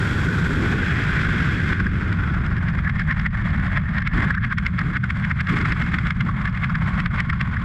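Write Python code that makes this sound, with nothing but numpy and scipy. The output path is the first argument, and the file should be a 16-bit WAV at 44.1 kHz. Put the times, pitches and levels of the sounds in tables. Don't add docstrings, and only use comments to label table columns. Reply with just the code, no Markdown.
import sys
import numpy as np
from scipy import signal
from scipy.fft import rfft, irfft, next_fast_len
from scipy.io import wavfile
from scipy.ndimage import uniform_filter1d, minimum_filter1d, map_coordinates

SR = 44100
rng = np.random.default_rng(int(sys.argv[2]) if len(sys.argv) > 2 else 0)


def unload_wav(signal):
    wavfile.write(
        sys.argv[1],
        SR,
        np.round(np.clip(np.atleast_2d(signal).T, -1, 1) * 32767).astype(np.int16),
    )


N = 336924


def amp(db):
    return 10 ** (np.asarray(db) / 20)


def unit(x):
    return x / np.sqrt(np.mean(x ** 2) + 1e-20)


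def curves(rows):
    s, *columns = np.transpose(rows)
    return [np.interp(np.arange(N) / SR, s, column) for column in columns]


def wobble(rate):
    knots = rng.standard_normal(int(N * rate / SR) + 4)
    return map_coordinates(knots, [np.arange(N) * rate / SR])


def filtered(x, response):
    size = next_fast_len(N + 8192)
    hz = np.fft.rfftfreq(size, 1 / SR)
    return irfft(rfft(x, size) * response(hz), size)[:N]


def coloured(x, spectrum):
    points_hz, points_db = np.transpose(spectrum)

    def response(hz):
        return amp(np.interp(np.log(hz + 1), np.log(points_hz), points_db, left=-120, right=-120))

    return unit(filtered(x, response))


def steadied(x, size):
    power = x ** 2
    local_power = np.abs(uniform_filter1d(power, size=size))
    return x / np.sqrt(local_power + 1e-3 * power.mean())


def blend(a, b, share):
    share = np.clip(share, 0, 1)
    return np.sqrt(1 - share) * a + np.sqrt(share) * b


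def turbulence(spectrum, grain_db):
    grain = amp(grain_db * wobble(900))
    return coloured(rng.standard_normal(N) * grain, spectrum)


def resonance(centre_hz, width_hz):
    skirt = lambda hz: 1 / (1 + (2 * hz / width_hz) ** 2)
    a, b = [filtered(rng.standard_normal(N), skirt) for _ in range(2)]
    phase = 2 * np.pi * np.cumsum(centre_hz) / SR
    return unit(a * np.cos(phase) + b * np.sin(phase))


# centre_hz, width_hz, gain_db (against the direct sound)
HOUSING_MODES = [(602, 34, -5.5), (1092, 140, -2.5), (2130, 69, 0), (3325, 69, -4.5)]


def housing(x):
    def response(f):
        modes = [amp(db) * 1j * f * w / (c * c - f * f + 1j * f * w) for c, w, db in HOUSING_MODES]
        return 1 + sum(modes)

    return filtered(x, response)


# frequency_hz, gain_db
CRACK_SPECTRUM = [(700, -19.5), (1300, 3), (2200, 7), (2800, 6.5), (3500, -8), (4200, -3.5), (5200, -0.5),
                  (6100, -18), (8000, -14.5), (9000, -27.5), (11000, -33.5), (15800, -40.5)]


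def spits(flow_db, rate, level_db, life_s):
    starts = (rng.random(N) < rate / SR) * rng.uniform(0.29, 1, N)
    puffs = unit(signal.lfilter([1], [1, -np.exp(-1 / (life_s * SR))], starts))
    return amp(level_db + flow_db) * coloured(puffs * rng.standard_normal(N), CRACK_SPECTRUM)


# time_s, rush_db, hiss_db, rumble_db, roar_db
FLOW_LEVELS = [(0, -31, -50.5, -36.5, -41), (.5, -32.5, -52.5, -33, -43), (.9, -26.5, -54.5, -37, -42),
               (1.68, -28, -56, -35, -45.5), (1.85, -32.5, -63, -35.5, -48), (2.6, -36, -69.5, -41.5, -44),
               (3.15, -33, -65.5, -49.5, -45.5), (4.0, -35, -72, -51.5, -47.5),
               (4.6, -35.5, -67.5, -50.5, -51), (5.3, -33.5, -66, -49.5, -47), (6.1, -34, -67, -49.5, -48),
               (7.64, -32, -67.5, -50.5, -46.5)]
# time_s, level_db, resonance_hz
CAVITY_TONE = [(0, -30.5, 1473), (1.7, -30, 1580), (1.9, -35.5, 1521), (2.4, -34, 1439), (2.8, -37.5, 1793),
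               (4.25, -34.5, 1760), (4.6, -42, 1605), (6.0, -45, 1410), (6.3, -43.5, 1131)]
# frequency_hz, gain_db
ROAR_SPECTRUM = [(380, -20), (520, -3.5), (610, -2), (690, -0.5), (830, 1), (950, -0.5), (1300, -1),
                 (2200, -36.5)]
SMOOTH_RUSH_SPECTRUM = [(500, -46), (780, -37), (950, -17.5), (1100, -15.5), (1450, 3.5), (1900, 3.5),
                        (2150, -3.5), (2400, -2), (2900, -11.5), (3350, -9.5), (4200, -23), (5100, -22.5),
                        (6200, -33), (9000, -63.5)]
TORN_RUSH_SPECTRUM = [(500, -44), (780, -25), (950, -13), (1100, -5.5), (1450, 4), (1900, -0.5),
                      (2150, -2.5), (2400, -8.5), (2900, -17.5), (3350, -15.5), (4200, -28), (5100, -32),
                      (6200, -54), (9000, -64.5)]
HISS_SPECTRUM = [(2000, -15.5), (3300, 11.5), (4200, 4.5), (5100, 2.5), (6200, -3), (7200, 0), (8300, -3.5),
                 (8950, -16), (9700, -17), (10800, -8), (12500, -17), (14000, -26), (15800, -39)]
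HISS_PER_LIFT = 1.07


def airstream(torn, lift_db, roar_lift_db, lull_db):
    rush_db, hiss_db, _, roar_db = curves(FLOW_LEVELS)
    cavity_db, cavity_hz = curves(CAVITY_TONE)
    flutter_db = (.5 + .5 * torn) * (2.0 * wobble(55) + 1.77 * wobble(160))
    flutter_db = flutter_db + 0.83 * torn * wobble(11) + lull_db
    roar = amp(roar_db + roar_lift_db + 1.3 * flutter_db) * turbulence(ROAR_SPECTRUM, grain_db=0.5)
    flow_db = rush_db + lift_db + flutter_db
    smooth_rush = turbulence(SMOOTH_RUSH_SPECTRUM, grain_db=0.5)
    torn_rush = turbulence(TORN_RUSH_SPECTRUM, grain_db=1.0)
    rush = amp(flow_db - 2.22) * blend(smooth_rush, torn_rush, torn)
    cavity = amp(cavity_db - 0.5 + flutter_db) * resonance(cavity_hz, width_hz=310)
    hiss_db = hiss_db + HISS_PER_LIFT * lift_db + flutter_db + 0.2 * lull_db + 0.48 * wobble(110)
    hiss = amp(hiss_db + 7) * turbulence(HISS_SPECTRUM, grain_db=-1.0)
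    tiny_whirls = spits(flow_db, rate=45, level_db=-25.0, life_s=0.00097)
    return housing(roar + rush + cavity + hiss + tiny_whirls)


# frequency_hz, gain_db
BUFFET_SPECTRUM = [(12, -25.5), (25, -6), (45, -1), (80, 1.5), (130, 0.5), (180, -0.5), (225, -10),
                   (275, -26.5), (350, -29.5), (600, -60.5)]
RUMBLE_SPECTRUM = [(150, -25.5), (230, 2), (290, -1.5), (380, -4), (470, -8.5), (580, -19.5), (900, -45)]
# time_s, gain_db
DEEP_BASS_GAIN = [(0, -2), (1.2, -1.5), (2.2, 3.5), (3.7, 2.5), (4.4, -2), (7.64, 1)]
DEEP_BASS_HZ = 70
BUFFET_SMOOTH_DB, BUFFET_TORN_DB = -21, -23
BUFFET_PER_LIFT = 0.26
THROB_HZ, THROB_WIDTH_HZ, THROB_DB = 172.9, 61, -31


def buffeting(torn, lift_db, rumble_lift_db, lull_db):
    gust_db = BUFFET_PER_LIFT * lift_db
    buffet_db = BUFFET_SMOOTH_DB + torn * (BUFFET_TORN_DB - BUFFET_SMOOTH_DB) + gust_db + .15 * lull_db
    push = np.tanh(0.49 * steadied(turbulence(BUFFET_SPECTRUM, grain_db=0.2), size=7000))
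    push = coloured(push, [(8, 0.0), (230, 1.5), (330, -18.5), (600, -40.5)])
    deep = filtered(push, lambda hz: 1 / (1 + (hz / DEEP_BASS_HZ) ** 4))
    rebalanced = push - deep + amp(curves(DEEP_BASS_GAIN)[0]) * deep
    buffet = amp(buffet_db + 0.62 * wobble(14)) * rebalanced
    throb = steadied(resonance(np.full(N, THROB_HZ), THROB_WIDTH_HZ), size=4000)
    throb = amp(THROB_DB + 0.39 * lull_db + gust_db) * torn * throb
    rumble_db = curves(FLOW_LEVELS)[2] + rumble_lift_db + 2.5 + 2.0 * wobble(35) + 1.1 * lull_db
    rumble = amp(rumble_db) * turbulence(RUMBLE_SPECTRUM, grain_db=1.5)
    duller = filtered(rumble, lambda hz: np.minimum(amp(2.5), (hz / 320 + 1e-3) ** -2.2))
    return buffet + throb + (1 - torn) * rumble + torn * duller


# start_s, length_s, rush_lift_db, rumble_lift_db, roar_lift_db
GUST_EVENTS = [(0.505, .27, 0, 5, 1), (3.41, .35, 3, 5.5, 4), (4.134, 0.13, 10.5, 19.5, 11),
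               (4.798, 0.099, 1, 15, 2), (5.48, .15, 10.5, 18, 6), (5.676, 0.37, 5, 10.5, 2),
               (6.235, 0.067, 0.5, 9.5, 3), (6.802, 0.33, 2, 3.5, 4)]
GUST_ATTACK_S, GUST_RELEASE_S, GUST_SAG = 0.017, 0.11, 0.24


def gusts():
    t, lifts = np.arange(N) / SR, np.zeros((3, N))
    for s, length, *lift_db in GUST_EVENTS:
        corners_s = [-GUST_ATTACK_S / 2, GUST_ATTACK_S / 2, length, length + GUST_RELEASE_S]
        shape = np.interp(t - s, corners_s, [0, 1, 1 - GUST_SAG, 0])
        lifts += np.outer(lift_db, shape)
    return lifts


# snap_s, level_db, crack_db, pitch_hz, swell_s
LARGE_EDDIES = [(1.732, -24.5, -48, 1740, 0.013), (1.803, -25, -53.5, 1670, 0.012),
                (1.868, -21.5, -50.5, 1640, 0.0061), (2.128, -29.5, -48.5, 1710, 0.008),
                (2.465, -33.5, -48.5, 1600, 0.024), (2.687, -27.5, -52, 1810, 0.012),
                (2.877, -22.0, -53.5, 1750, 0.018), (2.897, -27.5, -51.5, 1750, 0.0053),
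                (2.997, -28, -45, 1870, 0.0074), (3.02, -27.0, -55, 1670, 0.024),
                (3.112, -21.5, -49.5, 1840, 0.023), (3.125, -27, -55, 1770, 0.009),
                (3.198, -28, -47.5, 1870, 0.0059), (3.264, -20, -48, 1890, 0.0095),
                (3.774, -22, -49, 1790, 0.02), (3.984, -22.5, -48, 1790, 0.017),
                (4.022, -26, -53, 1700, 0.004), (4.075, -22, -41.5, 1800, 0.015),
                (4.308, -17, -47, 1700, 0.0044), (4.35, -25, -52, 1700, 0.014),
                (4.381, -23.5, -54, 1660, 0.013), (4.448, -23, -48, 1690, 0.022),
                (4.526, -20.5, -48, 1590, 0.019), (4.584, -22, -41.5, 1780, 0.0079),
                (4.666, -23, -40, 1850, 0.011), (4.791, -23.0, -44, 1700, 0.0098),
                (4.816, -24.5, -53.5, 1730, 0.012), (4.969, -21.5, -48, 1640, 0.029),
                (5.041, -23, -50, 1550, 0.0072), (5.106, -23, -44, 1680, 0.0079),
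                (5.25, -25, -48.5, 1670, 0.019), (5.314, -21, -50, 1770, 0.012),
                (5.409, -22, -39.5, 1700, 0.017), (5.472, -26.0, -51, 1691, 0.006),
                (5.657, -28, -48.5, 1630, 0.011), (5.723, -22.5, -44, 1820, 0.015),
                (5.822, -24, -48, 1760, 0.008), (5.865, -31.5, -54.5, 1605, 0.0055),
                (5.945, -21, -44, 1820, 0.0091), (5.987, -23, -47, 1720, 0.004),
                (6.07, -27, -48.5, 1610, 0.021), (6.107, -22, -44, 1710, 0.004),
                (6.209, -23.0, -43.5, 1580, 0.0062), (6.292, -26.5, -61, 1390, 0.0074),
                (6.456, -25.5, -47, 1640, 0.0087), (6.478, -25.5, -53.5, 1810, 0.012),
                (6.644, -22, -45, 1910, 0.013), (6.755, -22, -48, 1800, 0.01),
                (7.003, -25, -43.5, 1830, 0.022), (7.061, -22, -48.5, 1890, 0.004),
                (7.204, -21.5, -38.5, 1860, 0.021), (7.3, -20.5, -46.5, 1820, 0.004),
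                (7.332, -24, -52, 1500, 0.0064), (7.413, -23.5, -40, 1910, 0.009),
                (7.569, -24.5, -58, 1800, 0.0032)]
SMALL_PER_S = 5
SMALL_DB, SMALL_SPREAD_DB = -31.5, 1
SMALL_HZ, SMALL_SWELL_S = 1649, 0.0072
SMALL_CRACK_DB = -24
CLEAR_S = .04


def shedding(torn, count):
    chance, scatter = rng.random((count, 2)), rng.standard_normal((count, 3))
    length_s = N / SR
    rows = list(LARGE_EDDIES)
    for (when, luck), (strength, pitch, crack) in zip(chance, scatter):
        s = when * length_s
        clear = all(abs(s - large[0]) > CLEAR_S for large in LARGE_EDDIES)
        if clear and luck < torn[int(when * N)] * SMALL_PER_S * length_s / count:
            db = SMALL_DB + SMALL_SPREAD_DB * strength
            crack_db = db + SMALL_CRACK_DB + 3 * crack
            rows.append((s, db, crack_db, SMALL_HZ * np.exp(.1 * pitch), SMALL_SWELL_S))
    return sorted(rows, key=lambda row: row[0])


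def eddy_shapes(shed, fall_s, crest, crack_rise_s, crack_fall_s, lull_s, lull_db):
    swell, snap, lull = np.zeros((3, N))
    for s, db, crack_db, _, rise_s in shed:
        span = np.arange(max(0, int((s - .15) * SR)), min(N, int((s + .15) * SR)))
        before, after = np.maximum(s - span / SR, 0), np.maximum(span / SR - s, 0)
        cusp = np.exp(-before / crack_rise_s - after / crack_fall_s)
        hump = np.exp(-(before / max(rise_s, 1e-3)) ** 1.5 - (after / fall_s) ** 2)
        swell[span] += amp(db) * (hump + crest * cusp)
        snap[span] += amp(crack_db) * cusp
        age = (after / lull_s) ** 2
        lull[span] += lull_db * amp(db + 22.5) * age * np.exp(1 - age)
    return swell, snap, lull


HOOT_SHARE, HOOT_PER_DB = 0.23, 0.14
HOOT_PIVOT_DB = 23.5


def eddies(shed, swell, snap):
    level_db, crack_db, centre_hz, _ = curves(shed)
    hoot_share = HOOT_SHARE + HOOT_PER_DB * (level_db - crack_db - HOOT_PIVOT_DB)
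    hoot = np.tanh(resonance(centre_hz, width_hz=380))
    hoot = coloured(hoot, [(500, -28), (1100, -0.5), (2300, -9), (3200, -39.0)])
    torn_rush = turbulence(TORN_RUSH_SPECTRUM, grain_db=1.0)
    rasp = blend(resonance(centre_hz, width_hz=680), torn_rush, share=0.51)
    rasp = coloured(rasp, [(400, -20), (800, -8.5), (1100, -1.5), (2200, 2.5), (2900, 3.5),
                           (3500, 4.5), (6000, 0.5), (12000, -17.5)])
    body = steadied(blend(rasp, hoot, hoot_share), size=400)
    spikes = (rng.random(N) < 3000 / SR) * np.sign(rng.standard_normal(N))
    crack = snap * steadied(spikes, size=160)
    crack = np.std(crack) * coloured(crack, CRACK_SPECTRUM)
    return housing(amp(-1.33) * swell * body + amp(15) * crack)


# centre_s, depth_db (negative, before each layer's weighting)
STALL_EVENTS = [(3.3, -11), (4.56, -3), (4.73, -2.5), (5.005, -7), (6.14, -2), (7.085, -4.5)]
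STALL_S = 0.03


def stalls():
    t = np.arange(N) / SR
    return sum(db * np.exp(-((t - s) / STALL_S) ** 2) for s, db in STALL_EVENTS)


# time_s, share (0-1)
TORN_SHARE = [(.7, 0.01), (1.7, .3), (2.9, 1)]


def scene():
    torn, = curves(TORN_SHARE)
    lift_db, rumble_lift_db, roar_lift_db = gusts()
    shed = shedding(torn, count=150)
    swell, snap, lull_db = eddy_shapes(shed, fall_s=0.0065, crest=0.63, crack_rise_s=0.0012,
                                       crack_fall_s=0.0019, lull_s=0.032, lull_db=-4.5)
    lull_db = lull_db + stalls()
    low = buffeting(torn, lift_db, rumble_lift_db, lull_db)
    stream = airstream(torn, lift_db, roar_lift_db, lull_db)
    return (low + stream + eddies(shed, swell, snap))[None]


TOP_HZ = 15800


def record(dry):
    ceiling = .35
    needed = np.minimum(1, ceiling / (np.abs(dry[0]) + 1e-9))
    gain = uniform_filter1d(minimum_filter1d(needed, size=120), size=120)
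    return filtered(dry[0] * gain, lambda hz: hz < TOP_HZ)[None]


dry = scene()
out = record(dry)
unload_wav(out)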